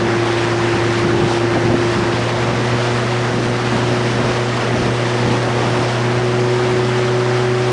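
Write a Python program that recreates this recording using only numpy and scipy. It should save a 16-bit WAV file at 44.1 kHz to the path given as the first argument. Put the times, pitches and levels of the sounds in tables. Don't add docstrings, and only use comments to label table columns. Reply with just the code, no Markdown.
import sys
import numpy as np
from scipy import signal
from scipy.fft import rfft, irfft, next_fast_len
from scipy.io import wavfile
from scipy.ndimage import uniform_filter1d, map_coordinates

SR = 44100
rng = np.random.default_rng(int(sys.argv[2]) if len(sys.argv) > 2 else 0)


def wav_out(sig):
    wavfile.write(sys.argv[1], SR, np.round(np.clip(np.atleast_2d(sig).T, -1, 1) * 32767).astype(np.int16))


N = 340452


def amp(db):
    return np.exp(np.asarray(db) * np.log(10) / 20)


def unit(x):
    return x / np.sqrt(np.mean(x ** 2) + 1e-20)


def curves(rows):
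    time_s, *columns = np.transpose(rows)
    return [np.interp(np.arange(N) / SR, time_s, column) for column in columns]


def wobble(rate):
    knots = rng.standard_normal(int(N * rate / SR) + 4)
    coarse = np.linspace(0, N, N // 128)
    smooth = map_coordinates(knots, [coarse * rate / SR])
    return np.interp(np.arange(N), coarse, smooth)


def swells(rows, steady_db):
    t = np.arange(N) / SR
    power = amp(steady_db) ** 2
    for peak_s, length_s, level_db in rows:
        halvings = np.minimum((2 * (t - peak_s) / length_s) ** 2, 20)
        power = power + amp(level_db) ** 2 * .5 ** halvings
    return 10 * np.log10(power)


def filtered(x, response):
    padded = next_fast_len(N + SR // 4)
    gain = response(np.fft.rfftfreq(padded, 1 / SR))
    return irfft(rfft(x, padded) * gain, padded)[:N]


def coloured(x, spectrum):
    point_hz, point_db = np.transpose(spectrum)
    return unit(filtered(x, lambda hz: amp(np.interp(np.log(hz + 1), np.log(point_hz), point_db))))


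def rush(spectrum, patchy_db):
    grains = signal.stft(rng.standard_normal(N), nperseg=512)[2]
    field = rng.standard_normal(grains.shape)
    for axis in (0, 1):
        field = uniform_filter1d(field, size=12, axis=axis)
    patchy = signal.istft(grains * amp(patchy_db * unit(field)), nperseg=512)[1][:N]
    return coloured(patchy, spectrum)


def wind():
    # peak_s, length_s, level_db
    gust_rows = [(.05, 0.092, -22), (.78, .22, -23), (1.19, 0.21, -22.5), (1.48, .1, -21),
                 (1.73, 0.11, -20), (2.01, .2, -21.5), (2.52, 0.33, -26.5), (3.36, 0.22, -26),
                 (3.8, 0.24, -22), (4.28, 0.25, -25), (4.75, 0.19, -22), (5.29, 0.11, -24),
                 (5.7, 0.19, -25), (7.14, 0.069, -27.5)]
    # centre_s, level_db, half_length_s
    eddy_rows = [(1.155, -21, .012), (1.571, -15, .007), (1.705, -18.5, .012), (1.742, -16, .007),
                 (2.178, -22, .009), (3.655, -23, .01), (4.65, -22, .009), (4.712, -22, .007),
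                 (4.765, -18, .016)]
    # frequency_hz, density_db (per Hz)
    buffet_spectrum = [(20, -17), (40, -14.5), (80, -6.5), (140, -1), (250, 0), (400, -6), (700, -16.5),
                       (1500, -27), (5000, -71)]
    # frequency_hz, density_db (per Hz)
    thump_spectrum = [(30, -22), (100, -5), (300, 0), (700, -4), (1200, -20), (5000, -70)]
    breeze_db, breeze_db_per_s = -26.5, -0.64

    t = np.arange(N) / SR
    buffet_db = swells(gust_rows, breeze_db + breeze_db_per_s * t)
    buffet = amp(buffet_db + 1.46 * wobble(40)) * rush(buffet_spectrum, patchy_db=2)
    eddies = np.zeros(N)
    for centre_s, level_db, half_s in eddy_rows:
        near = np.abs(t - centre_s) < .1
        eddies[near] += amp(level_db) * np.exp(-.5 * ((t[near] - centre_s) / half_s) ** 2)
    return buffet + eddies * coloured(rng.standard_normal(N), thump_spectrum)


def droplets(centre_hz, cycles, count):
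    chance = rng.random((count, 3))
    start = (chance[:, :1] * N).astype(int)
    hz = centre_hz * 2 ** (3 * (chance[:, 1:2] - .5))
    size = amp(-4 * np.log(chance[:, 2:] + 0.019))
    k = np.arange(SR // 200)
    decay = np.exp(-hz * k / SR / cycles)
    rings = size * np.sin(2 * np.pi * hz * k / SR) * decay
    return unit(np.bincount((start + k).ravel(), rings.ravel(), N)[:N])


def slosh(level_db, lift_db):
    # frequency_hz, density_db (per Hz)
    slosh_spectrum = [(20, -27), (70, -6.5), (200, -8), (450, 1.5), (650, 0.5), (850, -3), (1200, -14),
                      (3000, -41)]
    follows = 0.11
    return amp(level_db + follows * lift_db + 0.92 * wobble(14)) * rush(slosh_spectrum, patchy_db=0.5)


def churn(level_db, lift_db, ripples):
    # frequency_hz, density_db (per Hz)
    churn_spectrum = [(100, -27.5), (600, -9.5), (950, -1), (1800, -3), (2300, -7), (3500, -13),
                      (6000, -26.5), (10000, -54)]
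    follows = 0.53
    bubbles = amp(-6) * coloured(droplets(centre_hz=1822, cycles=2.4, count=5000), churn_spectrum)
    water = rush(churn_spectrum, patchy_db=1.3) + bubbles
    return amp(level_db + follows * lift_db + 0.49 * ripples) * water


def spray(level_db, ripples):
    # frequency_hz, density_db (per Hz)
    spray_spectrum = [(600, -22), (2000, -0.5), (3000, 1), (4000, -2), (5200, -2), (6300, -7.5),
                      (7500, -11), (10000, -16)]
    drops = amp(-5.5) * coloured(droplets(centre_hz=4430, cycles=2.4, count=7000), spray_spectrum)
    return amp(level_db + 0.84 * ripples) * (rush(spray_spectrum, patchy_db=1.1) + drops)


def wake():
    # crest_s, length_s, spray_db
    wave_rows = [(.3, 0.22, -35.5), (.64, 0.35, -34.5), (.97, 0.14, -33.5), (1.335, 0.089, -30.5),
                 (1.9, 0.12, -32.5), (2.25, .34, -35), (2.82, .32, -35), (3.2, 0.35, -37.5),
                 (3.76, 0.23, -34), (4.04, 0.2, -33.5), (4.35, .22, -33.5), (4.72, 0.32, -35.5),
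                 (5.22, 0.41, -35), (5.86, .36, -33.5), (6.62, 0.44, -38.5), (7.02, 0.2, -36),
                 (7.36, .16, -37), (7.72, .16, -38)]
    # time_s, slosh_db, churn_db
    drift_rows = [(0, -26, -25.5), (1.3, -27.5, -27), (2.5, -25.5, -26.5), (3.5, -27, -27.5),
                  (4.65, -24.5, -28), (5.7, -24.8, -27), (6.3, -26, -28), (7.72, -29, -28)]
    steady_spray_db = -35.5

    slosh_db, churn_db = curves(drift_rows)
    spray_db = swells(wave_rows, steady_spray_db)
    lift_db = spray_db - steady_spray_db
    ripples = unit(wobble(22) + wobble(70))
    return slosh(slosh_db, lift_db) + churn(churn_db, lift_db, ripples) + spray(spray_db, ripples)


def clatter(cycle):
    # frequency_hz, gain_db
    clatter_spectrum = [(200, -31), (550, -10.5), (900, -1.5), (1500, -1), (3000, -9.5), (6000, -13),
                        (10000, -26)]
    pattern = rng.standard_normal(1024)
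    knocks = np.interp(cycle % 1, np.linspace(0, 1, len(pattern)), pattern)
    puffs = (1 + np.cos(2 * np.pi * 4 * cycle)) * rng.standard_normal(N)
    return amp(-34.5) * coloured(knocks, clatter_spectrum) + amp(-35) * coloured(puffs, clatter_spectrum)


def tone(cycle, order):
    return np.sqrt(2) * np.sin(2 * np.pi * (order * cycle + rng.random()))


def hum(cycle, firing_hz):
    throttle_hz = [115.8, 120.9, 122.7]
    # order (multiple of the four-stroke cycle), slow_db, cruise_db, fast_db
    order_rows = [ (7, -45, -35, -34), (8, -36, -31.5, -31.5), (9, -37, -47, -44), (10, -50, -43, -44),
                  (11, -48, -38, -36), (13, -32.5, -52, -52), (16, -38, -34, -34), (18, -39, -49, -48),
                  (19, -54, -37, -33), (20, -39, -48, -40), (21, -45, -43, -44), (22, -54, -41, -46),
                  (25, -54, -41, -36), (27, -38, -46, -49), (28, -44, -54, -56), (33, -52, -46, -46),
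                  (36, -54, -54, -46), (41, -54, -49, -44), (42, -56, -45, -54), (52, -50, -48, -44)]
    boom_hz = [116.2, 117.4, 121.05, 121.7]
    boom_db = [-20, -27.5, -25, -19.5]
    cruise_db, db_per_hz = -21.5, 0.46

    firing_db = cruise_db + db_per_hz * (firing_hz - throttle_hz[1])
    firing = amp(firing_db + 0.64 * wobble(9)) * tone(cycle, order=4)
    boom = amp(np.interp(firing_hz, boom_hz, boom_db) + 0.96 * wobble(11)) * tone(cycle, order=12)
    hull = np.zeros(N)
    for order, *setting_db in order_rows:
        level_db = np.interp(firing_hz, throttle_hz, setting_db)
        hull += amp(level_db + 1.17 * wobble(4)) * tone(cycle, round(order))
    return firing + boom + hull


def outboard():
    # time_s, firing_hz
    motor_rows = [(0, 115.5), (1.4, 115.75), (2.08, 116.3), (2.25, 118.2), (2.7, 120.65), (6.05, 121.05),
                  (6.25, 121.9), (6.7, 122.7), (7.72, 123.3)]
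    firing_hz, = curves(motor_rows)
    cycle = np.cumsum(firing_hz * (1 + .0007 * wobble(12))) / SR / 4
    return hum(cycle, firing_hz) + clatter(cycle)


def scene():
    return (wind() + wake() + outboard())[None]


def record(dry):
    top_hz = 10080
    ceiling = np.where(dry[0] > 0, .46, .8)
    rounded = dry[0] / (1 + np.abs(dry[0] / ceiling) ** 8) ** (1 / 8)
    return filtered(rounded, lambda hz: hz < top_hz)[None]


dry = scene()
out = record(dry)
wav_out(out)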